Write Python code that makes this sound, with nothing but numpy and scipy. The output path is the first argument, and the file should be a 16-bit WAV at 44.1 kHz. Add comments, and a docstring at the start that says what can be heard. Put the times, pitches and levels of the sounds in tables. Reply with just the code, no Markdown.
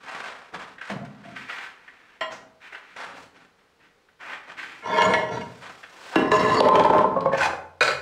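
"""Laying stone slabs

In a bare room a kneeling worker shuffles over grit, sweeps the bed clear, drags a slab, drops its
edge and grinds it into place. It rocks to rest and rubs a neighbour, which is knocked down hard.
Friction and blows ring the stones' modes; soles, glove and cloth rub without ringing; grit crunches.
Bright ticks come with the drop and the grinding. Under it all: a low floor boom and quiet air."""
import sys
import numpy as np
from scipy import signal
from scipy.fft import rfft, irfft, next_fast_len
from scipy.io import wavfile
from scipy.ndimage import uniform_filter1d, minimum_filter1d

SR = 44100
rng = np.random.default_rng(int(sys.argv[2]) if len(sys.argv) > 2 else 0)


def store_pcm(level_fs):
    """Save levels as 16-bit WAV."""
    pcm = np.round(np.clip(level_fs, -1, 1) * 32767).astype(np.int16)
    wavfile.write(sys.argv[1], SR, np.atleast_2d(pcm).T)


N = 353241
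TIME_S = np.arange(N) / SR

# Table levels are relative. Weight offsets the bass, edge the treble.
# Rubbing curves. Each row: time in seconds, level in dB, weight in dB, edge in dB.
DRAG = [(4.82, -50, -11.5, 1), (4.856, -31.5, -17, -4.5), (4.882, -29.5, -8.5, -7),
        (4.978, -17.5, -21, -6.5), (5.086, -18.5, -9.5, -10.5), (5.196, -23, -20, -11.5),
        (5.28, -42, 4, -3), (5.36, -30.5, -0.5, -5), (5.54, -55.5, -8, -23)]  # slab dragged to its bed
NEIGHBOUR_RUB = [(7.315, -29.5, -12, -9), (7.337, -27, -25, -3), (7.379, -32, -11, 3.5),
                 (7.437, -21, -20, 2.5), (7.547, -32.5, -22, -20), (7.55, -34, -14, -5.5)]

# Pushes. Each row: start in seconds, hold in seconds, level in dB, swell over the hold in dB,
# weight in dB, edge in dB.
SLIDES = [(6.18, 0.1, -25.5, -5.5, -5, -18), (6.305, 0.276, -21.5, 2.5, -7, -10.5)]  # slab lying flat
GRINDS = [(6.595, 0.41, -17, -2, -11.5, -18.5), (7.019, .27, -31.5, -1, -3.5, -20.5)]  # under the worker's weight, then lightly
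NEIGHBOUR_SKID = [(7.809, 0.097, -30.5, 0, -20, 4)]  # as it lands
SCUFFS = [(0.0, 0.046, -51, 3.5, -7, 4), (0.062, .22, -40, 0.5, -24, 1), (0.30, 0.18, -45, -11, -18, 1),
          (0.522, 0.023, -37.5, -1.5, -5, -3), (0.585, 0.042, -38.5, -5.5, -13, 0.5),
          (0.66, 0.075, -50, -9.5, -6, 2.5), (0.81, 0.089, -52, 10, -27, 5.5),
          (0.888, 0.15, -37, -18, -1.5, -10.5), (1.05, 0.18, -58, 2, 0, -1), (1.225, 0.19, -54.5, -4, 2, 7),
          (2.295, 0.056, -40.5, -7, -7.5, -1), (2.39, 0.12, -56.5, -6, -1.5, -9),
          (2.957, 0.068, -39.5, 3, -23, 0), (3.05, .13, -43.5, -4, -10.5, -1.5),
          (3.33, 0.11, -57.5, -4, -3.5, 4), (3.57, 0.19, -68, -14, -2, 4),
          (4.465, 0.037, -46.5, 1.5, -11, 0), (5.61, 0.082, -43.5, -5, -15, 2),
          (5.9, 0.3, -54, 3, -23.5, -10), (6.11, 0.02573, -34.5, -1, -24, -5)]  # knees and soles
SWEEPS = [(1.345, 0.095, -47.5, -5, -7, 9.5), (1.475, .16, -41, -2.5, -21, 6),
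          (1.76, 0.38, -59.5, -1, -9, 4.5), (2.6, 0.048, -54.5, 4, -18, 7.5),
          (2.71, 0.035, -45, -0.5, -26, 1), (2.82, 0.11, -60.5, 3, -8, 7.5),
          (3.79, 0.057, -62, -1.5, -2, 5.5), (4.19, .12, -44, 7, -20.5, 0),
          (4.36, 0.14, -57.5, 4.5, -10, 1.5), (4.565, 0.077, -43.5, -6, -10, 10),
          (4.68, 0.1405, -50, -13.5, -19, 9.5)]  # glove on sand
RUSTLES = [(3.15, 0.077, -58.5, 1, -0.5, 5), (4.57, 0.23, -61, 4, -7, -1), (5.3, 0.516, -59.5, 2, -10, 3.5),
           (5.82, 0.29, -61, 15, -14.5, 2.5)]  # clothes

# Blows. Each row: start in seconds, level in dB, edge in dB.
DRAG_CATCHES = [(4.968, -15, -15), (5.018, -8, 0.5), (5.136, -9.5, 5), (5.41, -27.5, 1)]  # on high spots
SLIDE_KNOCKS = [(6.316, -6, -14.5), (6.340, -11, -23), (6.551, -19.5, -8)]
EDGE_DROP = [(6.1565, -2.5, -10)]
GRIND_JOLTS = [(6.604, 7, -32), (6.688, 6.5, -11.5), (6.755, -7.5, -0.5), (6.797, -6, -6.5),
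               (6.850, -4, -11.5), (6.900, -6, -16), (6.948, -2.5, -32), (7.041, -3, -24.5)]
ROCKING = [(7.162, -14, -36.5), (7.257, -11.5, -23), (7.331, -17.5, -15)]
NEIGHBOUR_KNOCKS = [(7.807, -6, -8.5), (7.827, -10.5, -11), (7.877, -12, -12)]
SHARD_KNOCKS = [(2.2085, -14.5, -6)]
KNEE_THUDS = [(0.905, -20, -21), (0.954, -17.5, -25), (1.01, -25, -14), (1.25, -28.5, -14),
              (1.275, -30.5, -16), (1.31, -33, -14), (5.305, -21.5, -12)]

# Short events. Each row: start in seconds, level in dB.
CRUNCHES = [(0.081, -24), (0.146, -19), (0.200, -23), (0.258, -22.5), (0.542, -17), (0.604, -29),
            (0.811, -30), (0.898, -14), (1.047, -26.5), (2.317, -32), (2.962, -21.5), (5.626, -35),
            (5.693, -24.5), (6.055, -28)]  # grit under shoe or knee
CHIP_FLICKS = [(0.781, -29), (0.810, -21), (1.360, -25), (1.494, -18.5), (1.877, -31), (2.724, -27),
               (2.745, -25.5), (4.084, -45.5), (4.208, -36), (4.330, -23), (4.497, -29), (4.586, -26.5),
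               (4.628, -25), (5.831, -25.5)]
SAND_SKIDS = [(2.316, -39), (7.372, -33)]  # sand hissing
TICKS = [(6.157, -25), (6.316, -28), (6.604, -8), (6.686, -18), (6.692, -27), (6.717, -39), (6.754, -21),
         (6.796, -18), (6.838, -21.5), (6.851, -19), (6.863, -31.5), (6.950, -31), (6.982, -24),
         (7.208, -29.5)]  # sharp and bright, while the slab drops and grinds
BOOMS = [(7.35, -40), (7.61, -57), (7.9, -46)]  # floor taking weight

# Resonances. Each row: frequency in Hz, bandwidth in Hz, gain in dB.
TILTED_MODES = [(93, 29, -16.5), (125, 29, -11.5), (199.5, 26, -5), (451, 21.5, 2), (631, 16, 6),
                (740, 62, -9), (936, 29, 1.5), (1062, 26, -2), (1378, 31, -8.5), (1730, 34, -2.5),
                (1930, 21.54, -9), (2173, 26, -2.5), (2530, 24, -17), (2840, 46, -11), (3180, 24, -17),
                (3184, 36, -15), (3490, 61, -16.5), (3920, 54, -17.5), (4600, 55, -23), (5230, 97, -32),
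                (5820, 170, -28.5), (6830, 110, -31.5), (8520, 160, -34.5)]
FLAT_MODES = [(427.6, 12, -1), (626, 8.4, 1), (1042, 19, -1), (1718, 25, -1.5), (2020, 143, -6),
              (2420, 56, -13.5), (2793, 57, -3.5), (3470, 120, -20), (3894, 44, -6), (4500, 67, -12.5),
              (5300, 180, -13), (6000, 52, -32), (6200, 67, -58), (6860, 66, -18.5), (8500, 480, -32.5),
              (8420, 35, -34)]
EDGE_MODES = [(183, 130, -7.5), (329, 76, 0.5), (447, 33, 2), (613, 14, 4.5), (795, 134, -2.5),
              (1030, 26, -6), (1694, 20, -8.5), (1950, 35, -9.5), (2754, 23, 1.5), (2944, 26, -7.5),
              (3820, 69, -18), (5280, 80, -24)]  # slab struck on its edge
PRESSED_MODES = [(188, 40, -20.5), (334, 100, -11.5), (439.6, 26, -3.5), (523, 37, -5), (607, 17, 3.5),
                 (877, 41, 0.5), (1047, 22.7, 0), (1317, 38, -15.5), (1744, 76, -20.5), (1970, 70, -17),
                 (2430, 43, -30), (3090, 50, -25.5), (4000, 60, -40)]
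SEATED_MODES = [(151, 16, -12), (538, 10.2, 11), (682, 19, -2.5), (790, 59, -11), (1092, 11.4, 4.5),
                (1590, 40, -36), (2180, 22, -10)]
NEIGHBOUR_MODES = [(134, 7.8, -7), (322, 33, -27), (480, 42, 0.5), (537, 16, 7), (600, 38, 9),
                   (1081, 24, 0), (1330, 7, 4.5), (1487, 19, 6), (1700, 110, -9), (1944, 17, -1.5),
                   (2193, 38, -3), (2457, 31, 1.5), (2820, 25, -22), (3380, 52, -32), (3340, 25, -18),
                   (3560, 31, -29), (3800, 27, -12.5), (4130, 240, -12.5), (4840, 66, -11.5),
                   (5260, 63, -22), (5950, 61, -17.5), (7020, 140.1, -20)]
HELD_NEIGHBOUR_MODES = [(568, 176, 0), (834, 100, 9.5), (1070, 89.14, -4), (1496, 113, 3.5),
                        (1760, 49, -5.5), (2080, 12, -11), (2385, 26, -12), (2440, 17, -5.5),
                        (2600, 57, -14), (3950, 107, -15), (4470, 39, -34), (7000, 48, -34)]
SHARD_MODES = [(233, 14, -9), (643, 7.9, 16), (1012, 63, 2.5), (1364, 30, -4), (1900, 120, -6.5),
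               (2570, 40, -20), (2820, 29, -10), (3100, 40, -8.5), (3290, 19, -13), (4050, 27, -17),
               (4370, 23, -18), (5440, 78, -24), (7460, 50, -26.5)]  # small loose piece
FLOOR_MODES = [(135, 57, -2.5), (210, 15, 11.5), (250, 41, 0), (383, 24, -20), (544, 37, -11),
               (698, 23, 4.5)]

# Broad spectra. Each row: frequency in Hz, spectral density in dB.
STONE_SPECTRUM = [(25, -49), (50, -21), (85, -11), (200, -4.5), (500, -4), (1000, 0), (1500, -5.5),
                  (2500, -7), (4000, -21), (8000, -38.5), (11000, -56), (16000, -54)]  # dense damped modes
CRUSH_SPECTRUM = [(100, -16), (1500, -11.5), (3000, 3.5), (5000, -5), (8000, -7.5), (11000, -21.5),
                  (16000, -26.5)]  # sand between two stones
GRIT_SPECTRUM = [(35, -53), (60, -19), (136, -14.5), (221, -5), (344, -14.5), (477, -5), (743, -1),
                 (1080, -2), (1300, -3.5), (1430, -2.5), (1930, -3.5), (2940, -10.5), (8380, -28.5),
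                 (15700, -54)]
SAND_SPECTRUM = [(60, -32), (200, -13), (450, -14.5), (800, -5), (1300, -3.5), (1800, 2.5), (2400, 0.5),
                 (3200, -7.5), (4500, -15.5), (8000, -25.5), (11000, -37.5), (16000, -41)]
CLOTH_SPECTRUM = [(60, -11.5), (200, -4), (700, 1.5), (2000, 0), (4500, -7), (8000, -14), (11000, -25.5),
                  (16000, -30)]
CHIP_SPECTRUM = [(100, -32), (600, -8), (1050, -8.5), (1450, 2.5), (1900, 3), (2500, -6.5), (3100, -9.5),
                 (4500, -26), (8000, -35), (16000, -60)]
SKID_SPECTRUM = [(300, -14), (1500, -4), (3500, -6), (6000, -1), (7500, -9), (9500, -25), (16000, -36)]
TICK_SPECTRUM = [(200, -5), (1000, -6.5), (3000, 20.5), (7000, 0.5), (11000, -12), (16000, -37)]
AIR_SPECTRUM = [(15, -32), (25, -8), (222, -10.5), (371, -9), (460, 0), (555, -7.5), (1870, -12.5),
                (2380, -15), (4200, -19), (14100, -37.5), (15700, -37.5)]

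# Room decay. Each row: frequency in Hz, time to fall 60 dB in seconds.
ROOM_T60 = [(80, 0.98), (250, 0.65), (700, 0.6), (2000, 0.43), (5000, 0.39), (14000, 0.44)]


def slab_scrapes():
    """Stone on stone: the slab is dragged, slid, ground in and rubbed; its neighbour skids."""
    slides, grinds, skids = (pushes(rows, attack_s=0.0087, release_s=0.076)
                             for rows in (SLIDES, GRINDS, NEIGHBOUR_SKID))
    return (scrape([DRAG], TILTED_MODES, hits_per_s=1400, judder_db=2.5, judder_hz=110,
                   dense_db=-23, sand_db=-38, wander_db=4, gain_db=-1.5, rim_db=3, wobble_db=6)
            + scrape(slides, FLAT_MODES, hits_per_s=1500, judder_db=2.5, judder_hz=130,
                     dense_db=-12, sand_db=-21.5, wander_db=3.5, gain_db=-2.5, rim_db=6)
            + scrape(grinds, PRESSED_MODES, hits_per_s=900, judder_db=5, judder_hz=130,
                     dense_db=-14.5, sand_db=-39.5, wander_db=4, gain_db=-1, rim_db=5.5, wobble_db=-14)
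            + scrape([NEIGHBOUR_RUB], HELD_NEIGHBOUR_MODES, hits_per_s=3000, judder_db=-3.5,
                     judder_hz=119, dense_db=-5, sand_db=-34, wander_db=6.5, gain_db=-2, rim_db=3.5)
            + scrape(skids, NEIGHBOUR_MODES, hits_per_s=2000, judder_db=1, judder_hz=110,
                     dense_db=-2, sand_db=-18.5, wander_db=3.5, gain_db=-1.5, rim_db=8))


def scrape(curves, modes, hits_per_s, judder_db, judder_hz, dense_db, sand_db, wander_db, gain_db,
           rim_db, wobble_db=0, wobble_hz=5.59, wobble_decay_s=0.16):
    """Friction rings a slab, brighter on its rim; a dying wobble shifts it between rim and middle."""
    def sound(t):
        force = friction(len(t), hits_per_s, spread_db=1.86, judder_db=judder_db, judder_hz=judder_hz)
        age_s = t - t[0]
        sway_db = wobble_db * np.cos(2 * np.pi * wobble_hz * age_s) * np.exp(-age_s / wobble_decay_s)
        return stone_body(force, modes, dense_db, sand_db, wander_db, bearing_db=rim_db + sway_db)
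    return from_db(gain_db) * sum(stroke(curve, sound) for curve in curves)


def friction(size, hits_per_s, spread_db, judder_db, judder_hz):
    """Tiny uneven collisions of rough faces, bunched by stick and slip."""
    strengths = from_db(spread_db * np.minimum(rng.exponential(1, size), 4))
    signs = rng.choice([-1, 1], size)
    hits = rng.random(size) < hits_per_s / SR
    judder = from_db(judder_db * drift(judder_hz, size))
    return rms_one(strengths * signs * hits * judder)


def stone_body(force, modes, dense_db, sand_db, wander_db, bearing_db=0, pivot_hz=760):
    """Clear modes fed by a wandering contact point, over dense damped modes and crushed sand."""
    ring = 0
    for k, (hz, width_hz, db) in enumerate(modes):
        # short bending waves have close nodes, so high modes vary more
        contact_db = wander_db * (hz / 1500) ** 0.52 * drift(21.1, len(force))
        tilt_db = bearing_db * np.tanh(4 * np.log2(hz / pivot_hz)) / 2
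        ring = ring + (-1) ** k * resonance(force * from_db(db + contact_db + tilt_db), hz, width_hz)
    # a plate radiates no deep bass; crumbling contacts pass no top treble
    ring = butterworth(ring, 2, [60, 7000], "band")
    dense = from_db(dense_db) * colour(force, STONE_SPECTRUM)
    # each collision crushes many grains within 1-2 ms
    crush_envelope = np.sqrt(np.abs(uniform_filter1d(force ** 2, size=70)))
    sand = from_db(sand_db) * colour(crush_envelope * rng.standard_normal(len(force)), CRUSH_SPECTRUM)
    return ring + dense + sand


def pushes(rows, attack_s, release_s, rise_db=18, fall_db=24):
    """One rubbing curve per push: take hold, swell or sag, let go."""
    return [[(start_s, db - rise_db, weight_db, edge_db),
             (start_s + attack_s, db, weight_db, edge_db),
             (start_s + attack_s + hold_s, db + swell_db, weight_db, edge_db),
             (start_s + attack_s + hold_s + release_s, db + swell_db - fall_db, weight_db, edge_db)]
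            for start_s, hold_s, db, swell_db, weight_db, edge_db in rows]


def stroke(curve, sound, fade_s=0.0039):
    """Pressure sets a rub's level; load adds weight, sharp grit adds edge."""
    times_s, level_db, weight_db, edge_db = np.transpose(curve)
    t = times_s[0] + np.arange(round((times_s[-1] - times_s[0]) * SR)) / SR
    bands = zip(registers(sound(t)), (level_db + weight_db, level_db, level_db + edge_db))
    rub = sum(steady(band) * from_db(np.interp(t, times_s, db)) for band, db in bands)
    fade = np.clip(np.minimum(t - t[0], t[-1] - t) / fade_s, 0, 1)
    out = np.zeros(N)
    add(out, times_s[0], rub * fade)
    return out


def blows():
    """Impacts on the slab, its neighbour, a shard and the floor."""
    return (knocks(DRAG_CATCHES, TILTED_MODES, crush_s=0.0065,
                   dense_db=-7, sand_db=-32, treble_db=1, gain_db=1)
            + knocks(SLIDE_KNOCKS, FLAT_MODES, crush_s=0.0041,
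                     dense_db=-16, sand_db=-19, treble_db=0, gain_db=3.5)
            + knocks(EDGE_DROP, EDGE_MODES, crush_s=0.0062,
                     dense_db=-9, sand_db=-28, treble_db=1, gain_db=3.5)
            + knocks(GRIND_JOLTS, PRESSED_MODES, crush_s=0.0037,
                     dense_db=-20.5, sand_db=-40.5, treble_db=-6, gain_db=-0.5)
            + knocks(ROCKING, SEATED_MODES, crush_s=0.0035,
                     dense_db=-19, sand_db=-46, treble_db=0.5, gain_db=5.5)
            + knocks(NEIGHBOUR_KNOCKS, NEIGHBOUR_MODES, crush_s=0.0076,
                     dense_db=-12.5, sand_db=-24, treble_db=11.5, gain_db=3)
            + knocks(SHARD_KNOCKS, SHARD_MODES, crush_s=0.022,
                     dense_db=-12.5, sand_db=-39, treble_db=7.5, gain_db=0)
            + knocks(KNEE_THUDS, FLOOR_MODES, crush_s=0.027,
                     dense_db=-38, sand_db=-45, treble_db=-12, gain_db=-5))


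def knocks(rows, modes, crush_s, dense_db, sand_db, treble_db, gain_db):
    """A blow crushes high spots in quick succession and leaves the body ringing."""
    out, t = np.zeros(N), TIME_S[:SR // 2]
    for start_s, level_db, edge_db in rows:
        force = 0.25 * rng.standard_normal(len(t)) * np.exp(-t / crush_s)
        force[0] += 3  # first contact
        ring = onset(t, rise_s=0.00071) * stone_body(force, modes, dense_db, sand_db, wander_db=2)
        bass, middle, treble = registers(ring)
        blow = rms_one(bass + middle) + from_db(edge_db + treble_db) * rms_one(treble)
        add(out, start_s, from_db(level_db + gain_db) * blow / np.abs(blow).max())
    return out


def worker_rubbing():
    """Knees and soles shuffle, a glove sweeps sand, clothes rustle."""
    return (scuffs(pushes(SCUFFS, attack_s=0.018, release_s=0.052), GRIT_SPECTRUM,
                   hits_per_s=6000, spread_db=2, judder_db=3, gain_db=-2.02)
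            + scuffs(pushes(SWEEPS, attack_s=0.019, release_s=0.12), SAND_SPECTRUM,
                     hits_per_s=5000, spread_db=0.5, judder_db=2, gain_db=-2.73)
            + scuffs(pushes(RUSTLES, attack_s=0.013, release_s=0.08), CLOTH_SPECTRUM,
                     hits_per_s=9000, spread_db=0.5, judder_db=2.5, gain_db=-0.4))


def scuffs(curves, spectrum, hits_per_s, spread_db, judder_db, gain_db):
    """Friction on fine grit or cloth: a broad spectrum, no ring."""
    def sound(t):
        return colour(friction(len(t), hits_per_s, spread_db, judder_db, judder_hz=90), spectrum)
    return from_db(gain_db) * sum(stroke(curve, sound) for curve in curves)


def loose_grit():
    """Grit breaks under shoe or knee, chips rattle, sand hisses."""
    return (bursts(CRUNCHES, GRIT_SPECTRUM, rise_s=0.0015, decay_s=0.0094, gain_db=-9.5)
            + bursts(CHIP_FLICKS, CHIP_SPECTRUM, rise_s=0.0019, decay_s=0.012, gain_db=-5.5)
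            + bursts(SAND_SKIDS, SKID_SPECTRUM, rise_s=0.0018, decay_s=0.034, gain_db=-4))


def ticks():
    """Short, sharp, bright ticks while the slab drops and grinds."""
    return bursts(TICKS, TICK_SPECTRUM, rise_s=0.00015, decay_s=0.0021, gain_db=-3)


def bursts(rows, spectrum, rise_s, decay_s, gain_db):
    """Coloured noise, fast rise, exponential decay."""
    out, t = np.zeros(N), TIME_S[:SR // 8]
    for start_s, level_db in rows:
        noise = rms_one(colour(rng.standard_normal(len(t)), spectrum))
        add(out, start_s, from_db(level_db + gain_db) * noise * onset(t, rise_s) * np.exp(-t / decay_s))
    return out


def floor_boom(hz=87, waver=0.024, rise_s=0.044, decay_s=0.13):
    """One low, unsteady floor note each time weight comes onto the seated slab."""
    phase = 2 * np.pi * np.cumsum(hz * (1 + waver * drift(16, N))) / SR
    swell, t = np.zeros(N), TIME_S[:SR]
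    for start_s, level_db in BOOMS:
        add(swell, start_s, from_db(level_db) * onset(t, rise_s) * np.exp(-t / decay_s))
    return np.sqrt(2) * np.sin(phase) * swell


def room(x, wet_db=-5.5, build_s=0.0036):
    """Hard walls return a dense tail whose treble dies first."""
    t, tail = TIME_S[:SR], 0
    edges_hz = np.geomspace(30, 19000, 14)
    for low_hz, high_hz in zip(edges_hz, edges_hz[1:]):
        band = butterworth(rng.standard_normal(len(t)), 2, [low_hz, high_hz], "band")
        t60_s = at_hz(ROOM_T60, np.sqrt(low_hz * high_hz))
        tail = tail + band * np.exp(-np.log(1000) * t / t60_s)
    tail = tail * (1 - np.exp(-t / build_s))
    reverb = signal.fftconvolve(x, tail / np.linalg.norm(tail))[:N]
    wet = from_db(wet_db)
    return (x + wet * reverb) / np.hypot(1, wet)


def air(level_db=-64):
    """Steady, quiet room noise."""
    return from_db(level_db) * rms_one(colour(rng.standard_normal(N), AIR_SPECTRUM))


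def from_db(db):
    """Decibels to gain."""
    return 10 ** (np.asarray(db) / 20)


def rms_one(x):
    """Scale to unit rms."""
    return x / np.sqrt(np.mean(x ** 2) + 1e-20)


def steady(x):
    """Level slow swells, keep the grain."""
    return x / np.sqrt(uniform_filter1d(x ** 2, size=1800) + 1e-20)


def onset(t, rise_s):
    """Smooth rise, 0 to 1."""
    return (1 - np.exp(-t / rise_s)) ** 2


def drift(rate_hz, size):
    """Slow random curve, spread near 1."""
    knots = rng.standard_normal(4096)
    return np.interp(np.arange(size) * rate_hz / SR, np.arange(len(knots)), knots)


def at_hz(table, hz):
    """Interpolate on a log-frequency axis."""
    table_hz, values = np.transpose(table)
    return np.interp(np.log(hz + 1e-3), np.log(table_hz), values)


def colour(x, spectrum):
    """Filter by a broad spectrum."""
    size = next_fast_len(len(x) + SR // 10)
    gain = from_db(at_hz(spectrum, np.fft.rfftfreq(size, 1 / SR)))
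    return irfft(rfft(x, size) * gain, size)[:len(x)]


def resonance(x, hz, width_hz):
    """Two-pole resonator, unit peak gain."""
    radius = np.exp(-np.pi * width_hz / SR)
    feedback = [1, -2 * radius * np.cos(2 * np.pi * hz / SR), radius ** 2]
    return signal.lfilter(np.array([1, 0, -1]) * (1 - radius ** 2) / 2, feedback, x + 1e-18)


def butterworth(x, order, hz, kind):
    """Causal filter, flat passband."""
    return signal.sosfilt(signal.butter(order, hz, kind, fs=SR, output="sos"), x)


def registers(x):
    """Split into bass, middle and treble."""
    bands = [([55, 350], "band"), ([350, 1400], "band"), (1400, "high")]
    return [butterworth(x, 4, hz, kind) for hz, kind in bands]


def add(out, start_s, sound):
    """Mix a sound in at start_s."""
    start = max(round(start_s * SR), 0)
    out[start:start + len(sound)] += sound[:max(N - start, 0)]


def scene():
    """Handling sounds in the room, plus floor boom and air; mono."""
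    handling = slab_scrapes() + blows() + worker_rubbing() + loose_grit() + ticks()
    return (room(handling) + floor_boom() + air())[None]


def record(dry, ceiling=0.47, release_db_per_s=250, cutoff_hz=15700):
    """Fast peak limiter, then a steep low-pass."""
    over_db = np.maximum(20 * np.log10(np.abs(dry[0]) / ceiling + 1e-9), 0)
    release_db = release_db_per_s * TIME_S
    reduction_db = np.maximum.accumulate(over_db + release_db) - release_db
    gain = from_db(uniform_filter1d(minimum_filter1d(-reduction_db, size=45), size=45))
    lowpass = signal.ellip(12, 0.1, 80, cutoff_hz, fs=SR, output="sos")
    return signal.sosfilt(lowpass, dry * gain)


dry = scene()
out = record(dry)
store_pcm(out)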